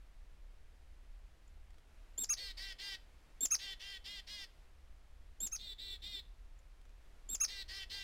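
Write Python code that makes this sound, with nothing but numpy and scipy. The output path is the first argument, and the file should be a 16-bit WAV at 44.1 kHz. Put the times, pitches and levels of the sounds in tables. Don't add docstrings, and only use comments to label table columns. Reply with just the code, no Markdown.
import sys
import numpy as np
from scipy import signal
from scipy.fft import rfft, irfft, next_fast_len
from scipy.io import wavfile

SR = 44100
rng = np.random.default_rng(int(sys.argv[2]) if len(sys.argv) > 2 else 0)


def persist_wave(psi):
    counts = np.round(np.clip(psi, -1, 1) * 32767).astype(np.int16)
    wavfile.write(sys.argv[1], SR, np.atleast_2d(counts).T)


N = 354123

CHICK_GLIDE_S, CHICK_SWELL_DB, CHICK_FLUTTER_DB = .0035, 2.5, 2.5


def from_db(db):
    return 10 ** (np.asarray(db) / 20)


def rms_one(x):
    return x / np.sqrt(np.mean(x ** 2) + 1e-20)


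def in_time(rows):
    return np.interp(np.arange(N) / SR, *np.transpose(rows))


def stretch(start, end, ease):
    return in_time([(start - ease, 0), (start, 1), (end, 1), (end + ease, 0)])


def at_hz(points, hz):
    f, db = np.transpose(points)
    return np.interp(np.log(np.maximum(hz, 1)), np.log(f), db)


def noise(spectrum, size):
    padded = next_fast_len(size, real=True)
    hz = np.arange(padded // 2 + 1) * SR / padded
    white_bins = rfft(rng.standard_normal(padded))
    shaped = irfft(white_bins * from_db(at_hz(spectrum, hz)), padded)
    return rms_one(shaped[:size])


def waver(rate_hz, size):
    b, a = signal.butter(2, rate_hz, fs=SR)
    moved = signal.lfilter(b, a, rng.standard_normal(2 * size))
    return rms_one(moved[size:])


def add(out, s, sound):
    i = round(s * SR)
    out[i:i + len(sound)] += sound[:max(N - i, 0)]


def air():
    # (frequency [Hz], relative level [dB])
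    hiss_spectrum = [(59, -30.5), (100, -7), (118, -2.5), (177, -5), (319, -6), (362, -7), (627, -7),
                     (1020, -10.5), (1210, -10.5), (2130, -11.5), (9540, -25), (12600, -27.5),
                     (15500, -46.5)]
    # (start [s], end [s])
    lifts = [(1.95, 4.65), (7.06, 8.03)]
    level_db, lift_db, ease_s = -72.5, 2, 0.11
    lifted = sum(stretch(start, end, ease_s) for start, end in lifts)
    return from_db(level_db + lift_db * lifted) * noise(hiss_spectrum, N)


def rumble():
    # (frequency [Hz], relative level [dB])
    rumble_spectrum = [(12, -5), (22, -6.5), (30, -1), (34.5, 4.5), (39, -7), (46, -3.5), (55, -15),
                       (64, -14), (68.5, -4), (73, -17.5), (98, -28), (140, -32), (250, -71)]
    # (start [s], end [s])
    lull = (3.15, 4.45)
    level_db, lull_db, ease_s = -55, -3.5, 0.47
    return from_db(level_db + lull_db * stretch(*lull, ease_s)) * noise(rumble_spectrum, N)


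def whistle(length, top_hz, rise_hz, fall_hz, glide, level_db, swell_db, flutter_db, arch_hz=260,
            attack=0.015, release=0.0036, jitter_hz=18, ragged_hz=450, ragged_db=2.5, ragged_s=0.0072):
    t = np.arange(int(length * SR)) / SR
    u = t / length
    slack = np.exp((t - length) / ragged_s)
    arch = top_hz - arch_hz * (2 * u - 1) ** 2
    hz = arch - rise_hz * np.exp(-t / glide) - fall_hz * np.exp((t - length) / glide)
    hz = hz + (jitter_hz + ragged_hz * slack) * waver(910, len(t))
    onset = attack * (0.054 + (rise_hz / 1500) ** 2)
    gate = np.clip(t / onset, 0, 1) * np.clip((length - t) / release, 0, 1)
    smooth_db = level_db + swell_db * (u - .5) + flutter_db * waver(55, len(t))
    gain = from_db(smooth_db + ragged_db * slack * (1 + waver(600, len(t))))
    return np.sqrt(2) * gain * gate * np.sin(2 * np.pi * np.cumsum(hz) / SR)


def contact_notes():
    # (time [s], level [dB])
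    contacts = [(1.475, -73), (6.586, -70.5)]
    length_s, top_hz, rise_hz, fall_hz = .009, 7650, 700, 900
    out = np.zeros(N)
    for s, level_db in contacts:
        add(out, s, whistle(length_s, top_hz, rise_hz, fall_hz, CHICK_GLIDE_S, level_db,
                            CHICK_SWELL_DB, CHICK_FLUTTER_DB))
    return out


def ticks(decay=.004):
    # (time [s], onset level [dB])
    tick_times = [(1.707, -65), (1.745, -65), (1.785, -64), (6.816, -65.5), (6.855, -64), (6.895, -66)]
    spectrum = [(500, 6), (3000, 2.5), (7000, -3.5), (15000, -16)]   # (frequency [Hz], relative level [dB])
    out, t = np.zeros(N), np.arange(SR // 20) / SR
    for s, level_db in tick_times:
        burst = np.exp(-t / decay) * noise(spectrum, len(t))
        add(out, s - decay / 2, from_db(level_db) * burst)
    return out


def with_repeat(notes):
    first_call_ends_s, repeat_after_s = 3.0, 5.111
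    again = [(s + repeat_after_s, *note) for s, *note in notes if s < first_call_ends_s]
    return list(notes) + again


def chicks():
    # (time [s], length [s], top pitch [Hz], opening rise [Hz], level [dB])
    chick_notes = [(2.177, 0.071, 7574, 727, -40.5), (3.407, 0.056, 7540, 50, -35.5),
                   (5.402, .076, 7594, 747, -41.5)]
    fall_hz = 3570
    out = np.zeros(N)
    for s, length, top_hz, rise_hz, level_db in with_repeat(chick_notes):
        add(out, s, whistle(length, top_hz, rise_hz, fall_hz, CHICK_GLIDE_S, level_db,
                            CHICK_SWELL_DB, CHICK_FLUTTER_DB))
    return out


def a_notes():
    # (time [s], length [s], top pitch [Hz], level [dB])
    a_table = [(2.289, 0.054, 6648, -33), (3.504, 0.053, 6600, -32.5), (5.513, .055, 6584, -42)]
    rise_hz, fall_hz, glide_s, swell_db, flutter_db = 1554, 2225, .0053, -4, 1.7
    out = np.zeros(N)
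    for s, length, top_hz, level_db in with_repeat(a_table):
        add(out, s, whistle(length, top_hz, rise_hz, fall_hz, glide_s, level_db, swell_db, flutter_db))
    return out


def throat_db(f, beak_hz, bright_db, pinched, beak_db=7, beak_width_hz=450):
    # (frequency [Hz], relative level [dB])
    open_throat = [(1000, -39), (1560, -8.5), (1980, 2), (2380, -8), (2770, -4.5), (3150, -2), (3550, -8),
                   (3950, -7), (4300, -3), (5100, 0.5), (5550, -4), (6300, -13), (7500, -18), (11000, -48)]
    # (frequency [Hz], relative level [dB])
    pinched_throat = [(400, -31), (1200, -42.5), (1580, -31.5), (1980, -15.5), (2700, -15), (3150, -16),
                      (3550, 4), (4000, -3), (4400, -7), (4800, -17), (5500, -21), (6500, -38),
                      (11000, -53)]
    throat = (1 - pinched) * at_hz(open_throat, f) + pinched * at_hz(pinched_throat, f)
    beak = beak_db * np.exp(-.5 * ((f - beak_hz) / beak_width_hz) ** 2)
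    return throat + bright_db * np.log2(f / 3500) + beak


def dee(length, top_hz, climb, level_db, start_hz, end_hz, pinched,
        scoop=.085, droop=0.093, jitter=0.0159, rasp=0.74, hiss=0.54, uneven_db=2.5):
    rest_hz = 381
    rest_rough, cleaner_per_hz, rest_tilt_db, tilt_db_per_hz = 0.64, 0.0089, -2.5, .07
    lock_s, part_s, opening_rough, closing_rough = .033, 0.01, 0.98, 0.76
    low_partials_hz, unlocked_low_db = 2400, -4.5
    wobble, wobble_hz = .003, 16.2
    dulling_db, fade_db = -2.5, -1
    attack_s, release_s = 0.012, 0.012

    size = int(length * SR)
    t = np.arange(size) / SR
    u = t / length
    push_hz = top_hz - rest_hz
    unlocked, parting = np.exp(-(t / lock_s) ** 3), np.exp((t - length) / part_s)
    rough = rest_rough - cleaner_per_hz * push_hz + opening_rough * unlocked + closing_rough * parting
    rough = np.clip(rough, 0, 1.3)
    bright_db, pinched = rest_tilt_db + tilt_db_per_hz * push_hz, np.clip(pinched, 0, 1)

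    rising = np.maximum(1 - t / climb, 0)
    falling = np.maximum(t - climb, 0) / (length - climb)
    hz = top_hz * (1 - scoop * rising ** 2 - droop * u ** 30) - push_hz * falling ** 1.1
    hz = hz * (1 + wobble * waver(wobble_hz, size) + jitter * rough * waver(170, size))
    phase = 2 * np.pi * np.cumsum(hz) / SR

    beak_hz = start_hz + (end_hz - start_hz) * u
    buzz = 0
    for k in range(1, 28):
        loose = min(k / 10, 1) ** 1.5
        depth = rasp * rough * loose
        random_turn = (waver(85, size) + 1j * waver(100, size)) / np.sqrt(2)
        shake = (1 + depth * random_turn) / np.sqrt(1 + depth ** 2)
        late_db = unlocked_low_db * unlocked * (k * top_hz < low_partials_hz)
        tilt_db = dulling_db * (u - .5) * np.log2(k * top_hz / 3500)
        colour_db = throat_db(k * hz, beak_hz, bright_db, pinched)
        gain = from_db(colour_db + late_db + tilt_db + uneven_db * loose * waver(7.6, size))
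        start_phase = 2 * np.pi * rng.random()
        buzz = buzz + gain * np.real(shake * np.exp(1j * (k * phase + start_phase)))

    grid = np.geomspace(300, 14000, num=80)
    hiss_db = throat_db(grid, (start_hz + end_hz) / 2, bright_db, pinched)
    turbulence = noise(np.column_stack([grid, hiss_db]), size)
    voice = (rms_one(buzz) + hiss * rough * turbulence) / np.sqrt(1 + (hiss * rough) ** 2)
    envelope = (1 - np.exp(-t / attack_s)) * np.clip((length - t) / release_s, 0, 1)
    return from_db(level_db + fade_db * (u - .5)) * envelope * voice


def dees():
    # (time [s], length [s], top pitch [Hz], climb to the top [s], level [dB],
    #  beak resonance at start [Hz], at end [Hz], pinched throat [0-1])
    dee_notes = [(2.364, 0.16, 404, 0.054, -47.5, 4300, 4000, 0.22),
                 (2.568, 0.17, 394.3, 0.089, -48, 4800, 2940, 0.02),
                 (2.784, 0.18, 402.5, 0.061, -46.5, 4140, 3400, 0.12),
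                 (3.586, 0.16, 398.4, 0.069, -47.5, 3380, 3300, 0.18),
                 (3.793, 0.19, 398.8, 0.096, -49.5, 3200, 3260, 0.14),
                 (4.04, 0.17, 410, 0.099, -49.5, 3400, 3400, 0.15),
                 (4.266, .19, 417.8, .072, -49.5, 3530, 3670, 0.06),
                 (5.584, 0.16, 410.5, 0.057, -50.5, 4140, 3560, 0.73),
                 (5.781, .191, 399.4, 0.068, -48.5, 3850, 3570, 0.73),
                 (6.018, .19, 412, 0.072, -47.5, 3850, 3540, 0.67)]
    out = np.zeros(N)
    for s, *note in with_repeat(dee_notes):
        add(out, s, dee(*note))
    return out


def wood(x, twigs_db=-18, twigs_t60=0.099, trunks_db=-21, trunks_t60=0.35, dull_hz=4800):
    # (delay [s], level relative to the direct sound [dB])
    echoes = [(.0031, -26.5), (.0058, -16.5), (.0094, -20), (0.0132, -15)]
    t = np.arange(SR) / SR
    twigs = rng.standard_normal(SR) * from_db(-60 * t / twigs_t60) * np.minimum(t / 0.0039, 1)
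    trunks = rng.standard_normal(SR) * from_db(-60 * t / trunks_t60) * np.minimum(t / 0.0058, 1)
    low_pass = signal.butter(2, dull_hz, fs=SR, output="sos")
    trunks = signal.sosfilt(low_pass, trunks)
    tail = from_db(twigs_db) * rms_one(twigs) + from_db(trunks_db) * rms_one(trunks)
    response = tail / np.sqrt(SR)
    for delay, level_db in echoes:
        response[round(delay * SR)] += from_db(level_db)
    return x + signal.fftconvolve(x, response)[:N]


def scene():
    birds = contact_notes() + chicks() + a_notes() + dees()
    return (wood(birds + ticks()) + air() + rumble())[None]


def record(dry):
    clock_hz, cutoff_hz = 48000, 15800
    nearest_earlier = np.arange(N * clock_hz // SR) * SR // clock_hz
    stepped = signal.resample(dry[:, nearest_earlier], N, axis=1)
    low_pass = signal.ellip(12, .1, 80, cutoff_hz, fs=SR, output="sos")
    return signal.sosfilt(low_pass, stepped)


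dry = scene()
out = record(dry)
persist_wave(out)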